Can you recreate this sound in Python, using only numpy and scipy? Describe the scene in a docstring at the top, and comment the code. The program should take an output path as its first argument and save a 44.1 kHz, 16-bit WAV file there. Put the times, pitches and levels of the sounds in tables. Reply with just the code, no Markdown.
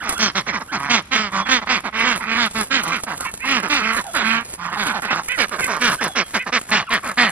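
"""A small flock of ducks, all calling at once, waddles out of a timber run and past a close microphone pair.
Quacks, drawls, clucks, rasps and squeals are rough pulse trains sent through a throat and an opening beak.
Peeps and faint whistles are gliding tones; feet crunch dry leaves, made of random cracks, over hushed air.
Ground, boards and trees throw back echoes; the flock starts to the right and ends almost straight ahead."""
import sys
import numpy as np
from scipy import signal
from scipy.fft import rfft, irfft, next_fast_len
from scipy.io import wavfile
from scipy.ndimage import map_coordinates

SR = 44100
rng = np.random.default_rng(int(sys.argv[2]) if len(sys.argv) > 2 else 0)


def transcribe(u):
    """Save the signal u as a 16-bit wav file named by the first command-line argument.

    u: samples, shape (n,) or (channels, n), limited to [-1, 1]; the rate is SR.
    q: integer samples, one column per channel.
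    """
    v = np.clip(np.atleast_2d(u).T, -1, 1)
    q = np.round(v * 32767).astype(np.int16)
    wavfile.write(sys.argv[1], SR, q)


N = 322371
HZ = np.fft.rfftfreq(2048, 1 / SR)  # grid on which spectra are drawn


def gain_of(db):
    """Decibels to amplitude."""
    return 10 ** (np.asarray(db) / 20)


def evened(x):
    """Scales to rms 1."""
    return x / np.sqrt(np.mean(x ** 2) + 1e-20)


def read(points, hz=HZ):
    """A spectrum joined by straight lines over log frequency."""
    f, value = np.transpose(points)
    return np.interp(np.log(hz + 1), np.log(f + 1), value)


def at_times(points, t):
    """A (time, value) table joined by straight lines."""
    times, values = np.transpose(points)
    return np.interp(t, times, values)


def add(mix, s, sound):
    """Mixes a sound in at time s."""
    part = mix[max(round(s * SR), 0):][:len(sound)]
    part += sound[:len(part)]


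def colour(x, db):
    """Causal (minimum-phase) filter with the gain db over HZ."""
    log_gain = np.log(gain_of(np.r_[db, db[-2:0:-1]]))
    response = np.exp(np.conj(signal.hilbert(log_gain)))
    ring = np.fft.ifft(response).real
    return signal.fftconvolve(x, ring[:len(HZ)])[:len(x)]


def waver(size, rate_hz):
    """Smooth random motion, rms 1 before it is cut to size."""
    span = next_fast_len(max(size, SR))
    hz = np.fft.rfftfreq(span, 1 / SR)
    spectrum = rfft(rng.standard_normal(span)) * np.exp(-(hz / rate_hz) ** 2)
    return evened(irfft(spectrum, span))[:size]


def progress(start, end):
    """Runs from 0 to 1 through a call."""
    return np.linspace(0, 1, max(round((end - start) * SR), 2))


def taps(decay_s, count=3000):
    """Sparse echoes of random sign, about count per second, that die away; energy 1."""
    t = np.arange(round(8 * decay_s * SR)) / SR
    kept = rng.random(len(t)) < count / SR
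    echoes = rng.choice([-1, 1], len(t)) * kept * np.exp(-t / decay_s)
    return echoes / (np.linalg.norm(echoes) + 1e-12)


# thin gliding peeps: (start t/s, end t/s, first f/Hz, last f/Hz, level/dB); the pitch wavers about the glide
PEEPS = [(0, 0.039, 1700, 1260, -27), (0.147, 0.212, 1327, 1630, -27.5), (0.676, 0.739, 1385, 1770, -32),
         (2.189, 2.229, 1140, 820, -33), (3.245, 3.275, 1210, 886, -26), (3.434, 3.466, 1120, 810, -30),
         (4.034, 4.123, 845, 682, -31), (4.67, 4.728, 1510, 1454, -31), (4.761, 4.78, 930, 830, -27),
         (4.91, 4.974, 1090, 775, -30), (5.025, 5.059, 1457, 794, -29), (5.08, 5.103, 850, 1100, -30),
         (5.666, 5.705, 1276, 850, -26), (5.98, 6.018, 1480, 1700, -29.5), (6.01, 6.031, 1060, 810, -23),
         (6.073, 6.12, 925, 670, -35), (6.865, 6.91, 1540, 904, -28), (7.022, 7.075, 1305, 820, -31.5)]


def peeps():
    """Nearly pure gliding tones with a soft octave above, swelling and fading once."""
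    out = np.zeros(N)
    for start, end, first_hz, last_hz, db in PEEPS:
        u = progress(start, end)
        hz = first_hz * (last_hz / first_hz) ** u * (1 + 0.065 * waver(len(u), 180))
        angle = 2 * np.pi * np.cumsum(hz) / SR
        tone = np.sin(angle) + 0.26 * np.sin(2 * angle)
        add(out, start, gain_of(db) * evened(tone) * np.sin(np.pi * u))
    return out


# faint high whistles that all slide down alike: (start t/s, level/dB)
WHISTLES = [(0, -43), (1.3, -40), (3.98, -55), (5.98, -45), (6.72, -61)]
WHISTLE_S, WHISTLE_HZ, WHISTLE_SAG_HZ_PER_S = 0.33, 3490, 890


def whistles():
    """A thin, soft, slightly wavering tone slides down now and then behind the flock."""
    out, u = np.zeros(N), progress(0, WHISTLE_S)
    for start, db in WHISTLES:
        slide_hz = WHISTLE_HZ - WHISTLE_SAG_HZ_PER_S * WHISTLE_S * u
        hz = slide_hz * (1 + 0.0083 * waver(len(u), 60))
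        tone = np.sin(2 * np.pi * np.cumsum(hz) / SR)
        add(out, start, gain_of(db) * evened(tone * np.sin(np.pi * u)))
    return out


# resting colour of the leaves: (f/Hz, relative level/dB)
LEAVES = [(300, 12), (1500, 8), (5500, 5.5), (10500, 17.5), (15000, -9.5)]
# how busily feet stir the leaves: (t/s, relative level/dB)
SHUFFLE = [(0, -61), (.12, -39), (.25, -54), (1.8, -55), (2.6, -45), (3.05, -40), (3.369, -45.5),
           (3.7, -44), (4.8, -44), (5.9, -40.5), (6.3, -45.5), (7.3, -46)]
# single leaves and twigs snapping: (t/s, relative level/dB)
SNAPS = [(0.0926, -19.5), (0.125, -25), (2.16, -28.5), (2.835, -24.5), (2.8787, -31), (3.035, -26.5),
         (3.1813, -46), (4.166, -30), (6.04, -25)]


def leaves(grains_per_s=1800, shuffle_db=8.5, snap_db=-3, surge_db=5, surge_hz=9):
    """Feet crush dry leaves into tiny cracks of unequal size; now and then one snaps."""
    cracks = rng.standard_normal(N) * gain_of(4.52 * np.minimum(rng.exponential(1, N), 5))
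    cracks *= rng.random(N) < grains_per_s / SR
    t = np.arange(SR // 20) / SR
    # each crack leaves a burst of noise that dies away
    power = abs(signal.fftconvolve(cracks ** 2, np.exp(-t / 0.0017))[:N])
    crumple = np.sqrt(power) * rng.standard_normal(N)
    level_db = shuffle_db + at_times(SHUFFLE, np.arange(N) / SR)
    out = evened(colour(crumple, read(LEAVES))) * gain_of(level_db)
    # the rustle swells and thins at random
    out *= gain_of(surge_db * waver(N, surge_hz))
    for s, db in SNAPS:
        burst = rng.standard_normal(len(t)) * np.exp(-t / 0.0087)
        add(out, s, gain_of(db + snap_db) * colour(burst, read(LEAVES)))
    return out


# resting colour of the air: (f/Hz, relative level/dB)
AIR = [(20, -33), (62, 5.5), (95, -3.5), (200, -0.5), (450, -15), (1300, -10), (15000, -78)]


def air(air_db=-45, fade_db=-7):
    """The low hush of the open yard: coloured noise, slowly dying down."""
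    hush = evened(colour(rng.standard_normal(N), read(AIR)))
    return gain_of(air_db + np.linspace(0, fade_db, N)) * hush


# turbulence is weak below this frequency, so the low harmonics stay clean
PUFF_LOW_HZ = 830


def syrinx(hz, rough, jitter=.032, rasp=.85):
    """Uneven membrane pulses, each followed by a puff of turbulent air."""
    size = len(hz)
    turns = np.cumsum(hz * (1 + jitter * rough * waver(size, 240))) / SR
    from_pulse = (turns % 1 - .5) * SR / hz  # in samples
    pulses = np.sinc(from_pulse) * np.exp(-(from_pulse / 10) ** 2)
    pulses = pulses * (1 + 0.53 * rough * waver(size, 320))
    puffs = (.1 + np.exp(-((turns - .5) % 1) / .3)) * rng.standard_normal(size)
    puffs = signal.lfilter(*signal.butter(1, PUFF_LOW_HZ, "high", fs=SR), puffs)
    return (1 - rough) * evened(pulses) + rasp * rough * evened(puffs)


def smear(x):
    """Random dense taps, mostly flattened, spread each pulse over a few ms and soften its peak."""
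    response = rfft(taps(.0024, count=16000), 2048)
    ring = irfft(response / (abs(response) + .05) ** .7)  # flattens most of the colour
    return signal.fftconvolve(x, np.fft.fftshift(ring), "same")


# every voice: rise time of the onset, and how far the resonances arch as the beak opens
ATTACK_S, MOUTH_SWING = 0.013, .13


def call(hz, rough, throat, beak_hz, bright_db=0, late=1, beak_db=14, beak_width_hz=900):
    """A pulse train through throat and beak; the resonances arch and sink as the beak opens and shuts."""
    u = np.linspace(0, 1, len(hz))
    effort = abs(np.sin(np.pi * u ** late))
    shape_db = read(throat) + beak_db * np.exp(-((HZ - beak_hz) / beak_width_hz) ** 2 / 2)
    shape_db += bright_db * np.interp(HZ, [2400, 3200], [0, 1])
    # the throat runs on its own clock: a faster clock lifts all its resonances but not the pitch
    mouth = 1 + MOUTH_SWING * (np.sin(np.pi * u) - u - .5)
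    clock = np.cumsum(mouth)
    throat_hz = np.interp(np.arange(clock[-1]), clock, hz / mouth)
    voice = smear(colour(syrinx(throat_hz, rough), shape_db))
    voice = evened(map_coordinates(voice, [clock], mode="nearest"))
    # the treble opens only once the bird pushes hard
    mellow = signal.sosfiltfilt(signal.butter(2, 2600, fs=SR, output="sos"), voice)
    onset = np.minimum(np.arange(len(hz)) / SR / ATTACK_S, 1)
    treble = 1.83 * onset * effort ** 0.48 * (voice - mellow)
    return onset * effort ** 0.85 * (mellow + treble)


# a hen's throat at her usual pitch: (f/Hz, relative level/dB)
HEN = [(40, -22), (220, 2), (480, -8.5), (850, -9), (1400, -7.5), (1750, -12), (2350, -12.5), (2950, -13.5),
       (3400, -9.5), (4300, -10), (5400, -11.5), (6800, -18), (10000, -38.5), (15000, -98)]
# the hens' treble, and the level of a narrow band near 5.9 kHz, over time:
# (t/s, added treble level/dB, added band level/dB)
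TREBLE = [(0, 4.5, 8), (.9, 2.5, 4.5), (1.3, 3, -1), (2.4, 2.5, -3.5), (3.5, 0, 2), (4.4, 4.5, -10.5),
          (6.2, 1.5, 7), (7.3, -2, -12)]
BAND_HZ, BAND_WIDTH_HZ = 5850, 490
# louder calls are brighter (dB of treble per dB of level)
USUAL_LEVEL_DB, BRIGHT_PER_LEVEL = -12.5, 0.43
# a hen tightens her throat for higher calls: resonances rise as this power of the pitch
USUAL_PITCH_HZ, THROAT_FOLLOW = 237.5, 0.14
# higher quacks and drawls come with a wider beak and so a higher beak resonance (Hz per Hz)
BEAK_PER_PITCH = 5.4


def hen(start, hz, db, rough, beak_hz, bright_db=0, late=1):
    """One hen's call at its level; louder calls are brighter and higher ones tighten the throat."""
    times, treble_db, band_db = np.transpose(TREBLE)
    bright_db = bright_db + BRIGHT_PER_LEVEL * (db - USUAL_LEVEL_DB) + np.interp(start, times, treble_db)
    band = np.interp(start, times, band_db) * np.exp(-((HZ - BAND_HZ) / BAND_WIDTH_HZ) ** 2 / 2)
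    tightening = (np.median(hz) / USUAL_PITCH_HZ) ** THROAT_FOLLOW
    throat = np.c_[HZ, read(HEN, HZ / tightening) + band]
    return gain_of(db) * call(np.maximum(hz, 90), np.clip(rough, 0, 1), throat, beak_hz, bright_db, late)


# clucks, short calls that drop in pitch:
# (start t/s, end t/s, middle pitch f/Hz, level/dB, beak resonance f/Hz)
CLUCKS = [(.009, 0.174, 201.3, -25.5, 1510), (0.458, 0.53, 210, -22.5, 1890),
          (0.519, 0.598, 216.4, -22, 1590), (0.593, 0.64, 241.8, -29, 1280),
          (0.712, 0.792, 216.3, -21, 1510), (1.447, 1.513, 226.2, -24.5, 1760),
          (1.608, 1.651, 196.4, -27, 1380), (1.659, 1.709, 206, -25.5, 1680),
          (1.831, 1.906, 208.2, -23.5, 1540), (2.196, 2.274, 201, -27, 1800),
          (3.057, 3.166, 177.6, -25, 1500), (3.616, 3.693, 187.5, -21, 1420),
          (3.954, 4.023, 207, -21.5, 1640), (4.134, 4.254, 238.6, -18, 1750), (4.708, 4.78, 166, -25, 1540),
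          (4.848, 4.939, 247.3, -20, 1720), (4.926, 5.01, 204.8, -22.5, 1470),
          (5.014, 5.107, 209.2, -24.5, 1900), (5.096, 5.159, 206.8, -19, 1730),
          (5.369, 5.465, 240, -16.5, 1930), (5.505, 5.587, 187.5, -25, 1300),
          (5.579, 5.63, 165.2, -22.5, 1680), (5.668, 5.805, 188.5, -20, 1440),
          (5.999, 6.094, 201.4, -19, 1660), (6.146, 6.243, 206.6, -17, 1910),
          (6.332, 6.393, 229, -17.5, 1750), (6.454, 6.51, 186, -23.5, 1400), (6.684, 6.707, 189, -30, 1440),
          (7.027, 7.143, 236.3, -24, 1560)]
# the glide's start and the low pitch it heads for (multiples of the middle pitch), and its decay rate per call
CLUCK_HIGH, CLUCK_LOW, CLUCK_FALL = 1.55, .55, 1.7
CLUCK_ROUGH, CLUCK_BRIGHT_DB = 0.58, -3.5


def clucks():
    """Each falls from a high start towards a creak, steeply at first."""
    out = np.zeros(N)
    for start, end, middle_hz, db, beak_hz in CLUCKS:
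        fall = np.exp(-CLUCK_FALL * progress(start, end))
        hz = middle_hz * (CLUCK_LOW + (CLUCK_HIGH - CLUCK_LOW) * fall)
        add(out, start, hen(start, hz, db, CLUCK_ROUGH, beak_hz, CLUCK_BRIGHT_DB, late=0.86))
    return out


# full quacks: (start t/s, end t/s, top pitch f/Hz, share of the pitch lost by the end, level/dB,
# lateness of the swell: 1 = centred)
QUACKS = [(0.184, 0.322, 222.1, 0.53, -17, 0.63), (0.341, 0.425, 198.2, 0.61, -20, 0.91),
          (.888, 1.022, 239.7, 0.49, -16, 0.62), (1.105, 1.215, 263.7, 0.5, -17.5, 0.73),
          (1.14, 1.312, 218, 0.18, -21, 0.67), (1.479, 1.609, 260.6, 0.23, -15.5, 0.72),
          (1.682, 1.815, 254.3, 0.73, -18, 0.57), (2.021, 2.192, 251.6, 0.47, -18.5, 0.84),
          (2.338, 2.49, 241.3, 0.23, -17.5, 1.18), (2.542, 2.651, 223.2, 0.19, -21, 0.65),
          (2.698, 2.839, 274.9, 0.51, -17, 0.64), (2.908, 3.012, 263.8, 0.77, -21.5, 0.49),
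          (3.424, 3.627, 276, 0.5, -18, 1.23), (3.688, 3.848, 295.7, 0.59, -18, .62),
          (4.76, 4.88, 210.9, 0.48, -22, 0.86), (5.793, 5.919, 248, 0.45, -16, 1),
          (6.516, 6.597, 253.7, 0.37, -16, 0.87), (6.707, 6.85, 221.1, 0.97, -16, 0.48),
          (6.895, 7.001, 234.4, 0.74, -18, .73), (7.167, 7.322, 246, 0.53, -14, 0.54)]
# pitch crests ahead of the loudness, after this share of the time that the swell takes
CREST_LEAD = .65
# the further a quack sags, the rougher it gets (roughness 0-1)
QUACK_ROUGH, ROUGH_PER_SAG, QUACK_BEAK_HZ = 0.34, 0.31, 1930


def quacks():
    """The pitch crests before the loudness does, then sags; deeper sags are rougher."""
    out = np.zeros(N)
    for start, end, top_hz, sag, db, late in QUACKS:
        crest = CREST_LEAD * .5 ** (1 / late)
        hz = top_hz * (1 - sag * ((progress(start, end) - crest) / (1 - crest)) ** 2)
        beak_hz = QUACK_BEAK_HZ + BEAK_PER_PITCH * (top_hz - USUAL_PITCH_HZ)
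        add(out, start, hen(start, hz, db, QUACK_ROUGH + ROUGH_PER_SAG * sag, beak_hz, late=late))
    return out


# drawn-out calls that creep upwards: (start t/s, end t/s, middle pitch f/Hz, level/dB)
DRAWLS = [(0.755, 0.954, 140.8, -25), (1.917, 2.101, 227, -20), (2.245, 2.417, 226.7, -20.5),
          (3.78, 3.98, 222, -19.5), (4.185, 4.438, 225.1, -18)]
# rise is a share of the middle pitch
DRAWL_RISE, DRAWL_ROUGH, DRAWL_LATE, DRAWL_BEAK_HZ, DRAWL_BRIGHT_DB = .09, 0.51, 1.09, 2120, -5


def drawls():
    """Long, duller calls that swell slightly late on a nearly level pitch."""
    out = np.zeros(N)
    for start, end, middle_hz, db in DRAWLS:
        hz = middle_hz * (1 + DRAWL_RISE * (progress(start, end) - .5))
        beak_hz = DRAWL_BEAK_HZ + BEAK_PER_PITCH * (middle_hz - USUAL_PITCH_HZ)
        add(out, start, hen(start, hz, db, DRAWL_ROUGH, beak_hz, DRAWL_BRIGHT_DB, DRAWL_LATE))
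    return out


# the drake's throat: (f/Hz, relative level/dB)
DRAKE = [(60, -30), (190, -4.5), (400, -17), (850, -15.5), (1230, -7), (1600, -11.5), (2200, -14),
         (6500, -21), (14000, -54)]
# the drake's rasps: (start t/s, end t/s, pulse rate f/Hz, level/dB)
RASPS = [(1.31, 1.449, 193.7, -20), (2.82, 2.955, 167, -24), (3.175, 3.313, 177.8, -31.5),
         (4.57, 4.728, 173.7, -27), (5.127, 5.227, 168.2, -22), (5.888, 5.96, 149.3, -20)]


def drake():
    """A slow, hoarse rattle in one strong resonance."""
    out = np.zeros(N)
    for start, end, pulse_hz, db in RASPS:
        hz = pulse_hz * np.ones_like(progress(start, end))
        add(out, start, gain_of(db) * call(hz, 0.66, DRAKE, 1080))
    return out


# the throat in a squeal: (f/Hz, relative level/dB)
SQUEAL = [(400, -8.5), (1100, -3), (2300, 8), (3000, -4), (3900, -10), (14000, -66)]
# arched squeals in the high register: (start t/s, end t/s, top pitch f/Hz, level/dB)
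SQUEALS = [(3.238, 3.313, 459, -29), (3.389, 3.503, 546, -29.5), (5.072, 5.138, 522, -25.5),
           (5.272, 5.373, 515, -22), (5.606, 5.678, 526, -23.5), (6.371, 6.449, 515, -27)]
# share of the top pitch gained on the way up, place of the crest 0-1
SQUEAL_ARCH, SQUEAL_CREST = 0.24, 0.62
SQUEAL_BEAK_HZ, SQUEAL_ROUGH = 2400, .27


def squeals():
    """High calls whose wavering pitch arches up to a late crest and down."""
    out = np.zeros(N)
    for start, end, top_hz, db in SQUEALS:
        hz = top_hz * (1 - SQUEAL_ARCH * (progress(start, end) / SQUEAL_CREST - 1) ** 2)
        hz = hz * (1 + 0.0247 * waver(len(hz), 105))
        voice = call(hz, SQUEAL_ROUGH, SQUEAL, SQUEAL_BEAK_HZ, beak_width_hz=880)
        add(out, start, gain_of(db) * voice)
    return out


# the bounce off the ground lags most late on, as the flock comes near: (t/s, lag/ms)
GROUND_LAG = [(0, 0.92), (4.4, 0.66), (5.5, 1.7), (7.3, 1.62)]
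GROUND_DB, GROUND_TOP_HZ = -13.5, 1570


def ground(x):
    """The direct sound plus one dull bounce off the earth."""
    n = np.arange(N)
    lag = at_times(GROUND_LAG, n / SR) * SR / 1000  # in samples
    delayed = np.interp(n - lag, n, x)
    bounce = signal.lfilter(*signal.butter(1, GROUND_TOP_HZ, fs=SR), delayed)
    return x + gain_of(GROUND_DB) * bounce


def yard(x, near_db=-8, far_db=-25, far_s=0.19):
    """Scatter from ground and boards, which changes as the birds move, and a faint tail from the trees."""
    echoes = gain_of(far_db) * signal.fftconvolve(x, taps(far_s))[:N]
    # overlapping windows, each with a fresh near scatter
    step = SR // 8
    for at in range(0, N, step):
        part = x[at:at + 2 * step]
        part = part * np.hanning(2 * step)[:len(part)]
        add(echoes, at / SR, gain_of(near_db) * signal.fftconvolve(part, taps(.004)))
    # little bass comes back
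    return signal.lfilter(*signal.butter(1, [600, 6000], "band", fs=SR), echoes)


# where the callers are from the microphones: (t/s, bearing; 1 = at the right, 0 = ahead)
BEARING = [(0, 0.57), (5.3, 1), (5.7, 0.47), (7.3, 0.15)]


def microphones(x, side_hz=2400, side_phase_rad=0.37, wide_hz=4300):
    """Two close ports: their difference grows with frequency and bearing, and is spread to left and right."""
    hz, t, z = signal.stft(x, SR, nperseg=512)
    bearing, hz = at_times(BEARING, t), hz[:, None]
    side = bearing * hz / side_hz * np.exp(1j * side_phase_rad)
    side = side + 1j * (hz / wide_hz) ** 1.89  # width whatever the bearing
    pair = np.array([1 - side, 1 + side]) * z / np.hypot(1, abs(side))
    return signal.istft(pair, SR)[1][:, :N]


def scene():
    """Calls direct and off the ground, with whistles, leaves and air, and separate scatter on each side."""
    calls = quacks() + drawls() + clucks() + drake() + peeps() + squeals()
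    flock = ground(calls) + whistles() + leaves()
    return microphones(flock + air()) + np.array([yard(flock), yard(flock)])


EDGE_HZ = 15900


def record(dry):
    """The loudest peaks are rounded off near full scale; then the band limit."""
    rounded = dry / (1 + (dry / .92) ** 4) ** .25
    lowpass = signal.firwin(511, EDGE_HZ, window=("kaiser", 9), fs=SR)
    return signal.oaconvolve(rounded, lowpass[None], "same")


dry = scene()
out = record(dry)
transcribe(out)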